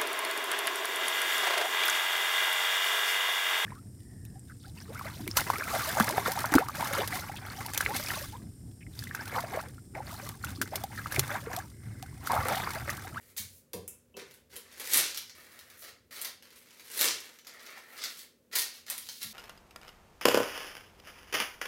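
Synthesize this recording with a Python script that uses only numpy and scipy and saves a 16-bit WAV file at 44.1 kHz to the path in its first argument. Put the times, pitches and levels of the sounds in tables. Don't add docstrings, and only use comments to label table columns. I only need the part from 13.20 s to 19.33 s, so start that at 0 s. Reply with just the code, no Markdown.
import sys
import numpy as np
from scipy import signal
from scipy.fft import rfft, irfft, next_fast_len
from scipy.io import wavfile

SR = 44100
rng = np.random.default_rng(int(sys.argv[2]) if len(sys.argv) > 2 else 0)


def dump_mix(stems):
    frames = np.atleast_2d(stems).T
    limited = np.clip(frames, -1, 1)
    pcm = np.round(limited * 32767).astype(np.int16)
    wavfile.write(sys.argv[1], SR, pcm)


N = 270333
FFT_SIZE = 4096
TIME, FREQ = np.arange(N) / SR, np.fft.rfftfreq(FFT_SIZE, 1 / SR)

# moment it comes free in seconds, relative level in dB,
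# rise while speeding up in dB/s, fall while slowing down in dB/s.
SHEET_PULLS = [(1.77, -31, 219.5, 128), (3.83, -33, 203, 170)]

def pull_envelopes(turn_s=0.027, freeing_s=0.01):
    envelopes = np.zeros((3, N))
    for free_s, db, rise_db_per_s, fall_db_per_s in SHEET_PULLS:
        away_s = np.hypot(TIME - free_s, turn_s) - turn_s
        speed_db = db - away_s * np.where(TIME < free_s, rise_db_per_s, fall_db_per_s)
        freed = 0.5 + 0.5 * np.tanh((TIME - free_s - turn_s) / freeing_s)
        flutter_db = np.interp(freed, [0, 1], [-4, -10])
        sizzle_db = np.interp(freed, [0, 1], [3.9, -7])
        envelopes += amp([speed_db + flutter_db, speed_db, speed_db + sizzle_db])
    return envelopes

# start and length in seconds, relative level and swell in dB,
# flutter and sizzle in dB relative to the middle band.
FINGER_RUBS = [(0.962, 0.05, -53.5, 0.5, 1, -9), (1.05, 0.13, -78, 5, 6, 5), (1.295, 0.078, -61, 9.5, 0, 1),
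               (1.41, 0.17, -63.5, 8.5, 2, -3), (1.597, 0.043, -52.5, -13, 0.5, -9),
               (3.222, 0.78, -69.5, -6, 0.5, -1.5), (3.355, 0.033, -74.5, 5, -28, 14.5),
               (3.97, 0.18, -67, -4, 4, 0)]
# frequency in Hz, relative spectral density in dB.
BOX_SPECTRUM = [(60, -23), (140, -23.5), (240, -10.5), (340, -3.5), (530, -1.5), (640, -11), (1100, -5.5),
                (1900, 0.5), (3300, -1), (4600, 0.5), (7000, 0.5), (12000, 4.5), (16000, -2)]

def paper_in_box():
    envelopes = pull_envelopes() + rub_envelopes(FINGER_RUBS)
    grain = stick_slip(slips_per_s=400, spread_db=4.5, slip_s=0.0018, hiss=0.81, judder_db=2.0)
    return amp(-2) * sheet_radiation(envelopes * grain, BOX_SPECTRUM), envelopes[1]

SMOOTHING_RUBS = [(0.0, 0.11, -74, -0.5, 2, 12), (0.165, 0.026, -50.5, 3, -18, 11),
                  (0.24, 0.14, -81.5, 3, -21, 22), (2.145, 0.42, -68.5, -4.5, 5, 5),
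                  (2.57, 0.043, -67.5, 11, -3, 14.5), (2.62, 0.074, -54.5, -5.5, -0.5, -2),
                  (2.908, .16, -52, 3, -1, 2.5), (4.265, 0.33, -63, 5.5, 5.5, -4),
                  (4.62, 0.15, -70, 15, 9.5, 7), (4.765, 0.089, -47, 10, -8, -17),
                  (4.87, 0.16, -63, -7, -5.5, 5), (4.97, 0.026, -57.5, 10, -10, 3.5),
                  (5.312, 0.027, -51, 19.5, -2, -3.5), (5.35, .05, -39, 0, -9, 6),
                  (5.41, 0.19, -57.5, -10.5, -12.5, -5), (5.66, 0.058, -50, 11.5, -5, -4),
                  (5.75, 0.36, -57, 0, -35, 2.5), (6.004, 0.022, -51, 6, -6.5, -4)]
# frequency in Hz, relative spectral density in dB.
PAN_SPECTRUM = [(100, -27), (380, -4), (720, -4.5), (930, -9.5), (1330, 1.5), (1560, -3), (1880, 4),
                (2700, -2), (4300, 3), (5700, 0), (7500, 0), (11000, 3.5), (16000, 2.5)]

def paper_in_pan():
    envelopes = rub_envelopes(SMOOTHING_RUBS)
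    grain = stick_slip(slips_per_s=500, spread_db=3.0, slip_s=0.0024, hiss=0.85, judder_db=2.13)
    return amp(-0.56) * sheet_radiation(envelopes * grain, PAN_SPECTRUM), envelopes[1]

def rub_envelopes(rows, grip_s=0.002, lift_db_per_s=453):
    envelopes = np.zeros((3, N))
    for start, length, db, swell_db, flutter_db, sizzle_db in rows:
        age = np.maximum(TIME - start, 0)
        grip = 1 - np.exp(-age / grip_s)
        pressure_db = db + swell_db * (np.minimum(age / length, 1) - 0.5)
        lift_db = lift_db_per_s * np.maximum(age - length, 0)
        envelopes += amp([[flutter_db], [0], [sizzle_db]]) * grip * amp(pressure_db - lift_db)
    return envelopes

def stick_slip(slips_per_s, spread_db, slip_s, hiss, judder_db):
    slipping = rng.random(N) < slips_per_s / SR
    slips = slipping * amp(spread_db * np.minimum(rng.exponential(1, N), 4))
    power = signal.lfilter([1], [1, -np.exp(-2 / (slip_s * SR))], slips ** 2)
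    roughness = np.sqrt(power / power.mean() + hiss ** 2)
    return unit_rms(roughness * amp(judder_db * wander(60))) * rng.standard_normal((3, N))

# start in seconds, relative level in dB, sizzle in dB relative to that.
CREASE_SNAPS = [(0.165, -46, -11), (0.179, -35.5, -21), (0.533, -40.5, 4), (0.678, -54.5, 17.5),
                (1.11, -54, 0), (1.14, -58.5, 5), (1.3635, -44.5, 5), (1.516, -58.5, -24),
                (1.557, -56, -16), (1.598, -41.5, 3.5), (1.7345, -24, 4), (1.7725, -26.5, 6.5),
                (1.9455, -38, -2.5), (1.974, -33, -0.5), (2.0954, -46.5, -6), (2.3904, -49, 0),
                (2.5, -53.5, 1), (3.224, -54, -1), (3.305, -55.5, -3), (3.507, -55.5, -6),
                (3.0147, -39.5, 6), (3.047, -35.5, 0), (3.596, -50, -3), (3.672, -57, -8),
                (3.7746, -38.5, 5.5), (3.792, -31, 1), (3.908, -32, -12), (4.1876, -51.5, -4),
                (4.248, -55, -4), (4.2695, -44, -1.5), (4.295, -51.5, -12), (4.394, -54, -6),
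                (4.4639, -47.5, -3.5), (4.5047, -54, 1), (4.8383, -32.5, -2.5), (5.362, -28.5, -2.5),
                (5.386, -29.5, 2.5), (5.4186, -32.5, -1.5), (5.7, -35, 5.5), (5.7795, -41.5, 5.5),
                (5.888, -37.5, -4), (6.0295, -37, 3)]
# frequency in Hz, relative spectral density in dB.
SNAP_SPECTRUM = [(100, -23), (700, -13.5), (1900, -5.5), (2700, -1.5), (4300, 7.5), (7500, 11),
                 (12000, 12.5), (16000, 3.5)]

def buckling(motion, ring_s=0.0052, rise_s=0.0001, whitening=0.29, echo_s=0.0062, echo_db=-5):
    t = np.arange(900) / SR
    envelope = (1 - np.exp(-t / rise_s)) * np.exp(-t / ring_s)
    taper = (1 - t / t[-1]) ** 2
    drives = np.zeros((3, N))
    for start, db, sizzle_db in CREASE_SNAPS + crinkles(motion):
        flutter_db = -9 - 0.24 * (db + 44.5)
        for delay_s, weaker_db in ((0, 0), (echo_s, echo_db)):
            burst = rfft(envelope * rng.standard_normal(len(t)))
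            pop = unit_rms(irfft(burst / abs(burst) ** whitening) * taper)
            for drive, band_db in zip(drives, (flutter_db, 0, sizzle_db)):
                add(drive, start + delay_s, amp(db + weaker_db + band_db) * pop)
    return amp(-6) * sheet_radiation(drives, SNAP_SPECTRUM)

def crinkles(motion, per_s=14, offset_db=5.5, spread_db=0.5, ceiling_db=-48.5, sizzle_db=0.5):
    onsets = np.flatnonzero(rng.random(N) < per_s / SR)
    db = 20 * np.log10(motion + 1e-9) + offset_db + spread_db * rng.standard_normal(N)
    return [(TIME[i], min(db[i], ceiling_db), sizzle_db) for i in onsets]

def sheet_radiation(drives, spectrum, flutter_hz=2485, sizzle_hz=6250):
    flutter = 1 / (1 + (FREQ / flutter_hz) ** 8)
    sizzle = 1 - 1 / (1 + (FREQ / sizzle_hz) ** 8)
    shares = flutter, (1 - flutter) * (1 - sizzle), sizzle
    gain = amp(curve_at(spectrum, FREQ))
    return sum(colour(drive, unit_rms(gain * np.sqrt(share))) for drive, share in zip(drives, shares))

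# start in seconds, level in dB, contact time in seconds.
BOX_KNOCKS = [(0.537, -43, 0.00022), (0.561, -46, 0.00044), (0.943, -59, 0.00054), (0.969, -47.5, 0.00015),
              (1.012, -55, 0.0002), (1.333, -62.5, .0005), (1.366, -60.5, .0003), (1.755, -21.5, 0.026)]
# frequency in Hz, relative level in dB, 60 dB decay time in seconds.
CARDBOARD_MODES = [(168.6, -4.5, 0.072), (220, -5, 0.093), (304, -6, 0.13), (396, 1, 0.15), (452, -3, 0.21),
                   (489, 3.5, .08), (584, -4.5, 0.074), (730, -2, 0.038), (910, -8.5, 0.036),
                   (960, -3.5, 0.051), (1140, -7, 0.037)]

def box_knocks():
    return impacts(BOX_KNOCKS, CARDBOARD_MODES)

SOFT_BUMPS = [(0.191, -38.5, 0.013), (0.539, -44, 0.0047), (1.765, -51.5, 0.013), (3.834, -33, 0.045),
              (6.04, -56, 0.00055)]
LOW_MODES = [(89, -1.5, 0.47), (116.8, -5, 0.15), (178.3, 1.5, 0.25), (216.6, 3, 0.23)]

def counter_bumps():
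    return impacts(SOFT_BUMPS, LOW_MODES)

BOTTOM_TAPS = [(4.573, -34, 0.0017), (5.366, -37, 0.00018), (5.703, -41.5, 0.00073), (6.03, -55, 0.00044)]
METAL_MODES = [(766, -6.5, 0.046), (1017, -5.5, 0.074), (1230, -6, 0.041), (1860, 2, 0.11)]

def pan_taps():
    return impacts(BOTTOM_TAPS, METAL_MODES)

LIGHT_TICKS = [(0.679, -56.5, .0002), (0.942, -53, .0002)]
BRIGHT_MODES = [(2645, -0.5, 0.094), (3030, 1, 0.031)]

def light_ticks():
    return impacts(LIGHT_TICKS, BRIGHT_MODES)

def impacts(rows, modes):
    t = np.arange(SR // 2) / SR
    ring = sum((-1) ** k * amp(db - 60 * t / t60) * np.sin(2 * np.pi * hz * t)
               for k, (hz, db, t60) in enumerate(modes))
    sound = np.zeros(N)
    for start, db, contact_s in rows:
        force = t * np.exp(-2 * np.pi * t / contact_s)
        add(sound, start, amp(db) * signal.fftconvolve(ring, force / force.sum())[:len(t)])
    return sound

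# frequency in Hz, 60 dB decay time in seconds.
REVERB_TIMES = [(100, 0.39), (1500, 0.39), (4500, 0.37), (8000, 0.32), (15000, 0.21)]
# mean delay in seconds, linear gain.
EARLY_REFLECTIONS = [(.0021, 0.31), (.0056, 0.21), (.0083, .2), (0.0134, .17)]

def room_response(tail_db, build_s=0.0035, delay_spread=0.25):
    t = np.arange(SR) / SR
    hz, age, noise = signal.stft(rng.standard_normal(SR), SR, nperseg=256)
    decay = amp(-60 * age / curve_at(REVERB_TIMES, hz)[:, None])
    tail = signal.istft(noise * decay, SR, nperseg=256)[1][:SR]
    tail *= 1 - np.exp(-(t / build_s) ** 2)
    response = amp(tail_db) * tail / np.linalg.norm(tail)
    for delay_s, gain in EARLY_REFLECTIONS:
        add(response, delay_s * (1 + delay_spread * rng.uniform(-1, 1)), np.array([gain]))
    return response

def in_kitchen(direct, tail_db, shift_hz, spots=4):
    weights = np.array([wander(shift_hz) for _ in range(spots)])
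    weights /= np.linalg.norm(weights, axis=0)
    return direct + sum(signal.fftconvolve(direct * w, room_response(tail_db))[:N] for w in weights)

# frequency in Hz, relative spectral density in dB.
AIR_SPECTRUM = [(25, -19.5), (70, -2), (100, -9.5), (150, -3), (235, 0), (320, -3), (520, 0.5),
                (750, -16.5), (1400, -18), (4000, -24), (16000, -22.5)]
# time in seconds, level in dB.
RUMBLE_LEVELS = [(0, -69), (2.8, -72.5), (4.3, -90), (6.1, -74)]

def room_tone(air_db=-69.5, rumble_hz=80, hum_hz=240, hum_db=-73.5, waver_db=0):
    air = unit_rms(colour(rng.standard_normal(N), amp(curve_at(AIR_SPECTRUM, FREQ))))
    rumble_band = 1 / (1 + np.log2((FREQ + 1) / rumble_hz) ** 2) ** 2
    rumble = unit_rms(colour(rng.standard_normal(N), rumble_band))
    rumble_db = np.interp(TIME, *np.transpose(RUMBLE_LEVELS))
    hum = amp(waver_db * wander(3.1)) * np.sin(2 * np.pi * hum_hz * TIME)
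    return amp(air_db) * air + amp(rumble_db) * rumble + amp(hum_db) * hum

def colour(x, gain):
    cepstrum = irfft(np.log(np.maximum(gain, 1e-5)))
    cepstrum[1:FFT_SIZE // 2] *= 2
    cepstrum[FFT_SIZE // 2:] = 0
    return signal.oaconvolve(x, irfft(np.exp(rfft(cepstrum))))[:N]

def wander(rate_hz):
    size = next_fast_len(N, real=True)
    lowpass = 1 / (1 + (np.fft.rfftfreq(size, 1 / SR) / rate_hz) ** 4)
    return unit_rms(irfft(rfft(rng.standard_normal(size)) * lowpass, size)[:N])

def curve_at(points, hz):
    point_hz, values = np.transpose(points)
    return np.interp(np.log(hz + 1), np.log(point_hz), values)

def amp(db):
    return 10 ** (np.asarray(db) / 20)

def unit_rms(x):
    return x / np.sqrt(np.mean(x ** 2) + 1e-20)

def add(mix, start_s, sound):
    part = mix[max(round(start_s * SR), 0):][:len(sound)]
    part += sound[:len(part)]

def scene():
    box_hiss, box_motion = paper_in_box()
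    pan_hiss, pan_motion = paper_in_pan()
    blows = box_knocks() + counter_bumps() + pan_taps() + light_ticks()
    surroundings = in_kitchen(blows, tail_db=-1.5, shift_hz=9.7) + room_tone()
    paper = box_hiss + pan_hiss + buckling(box_motion + pan_motion)
    return (in_kitchen(paper, tail_db=-1, shift_hz=29) + surroundings)[None]

def record(dry, low_hz=64.5, high_hz=16150):
    thin = signal.sosfilt(signal.butter(3, low_hz, "high", fs=SR, output="sos"), dry)
    lowpass = signal.firwin(401, high_hz, window=("kaiser", 8), fs=SR)
    return signal.oaconvolve(thin, lowpass[None], "same")

dry = scene()
out = record(dry)
dump_mix(out)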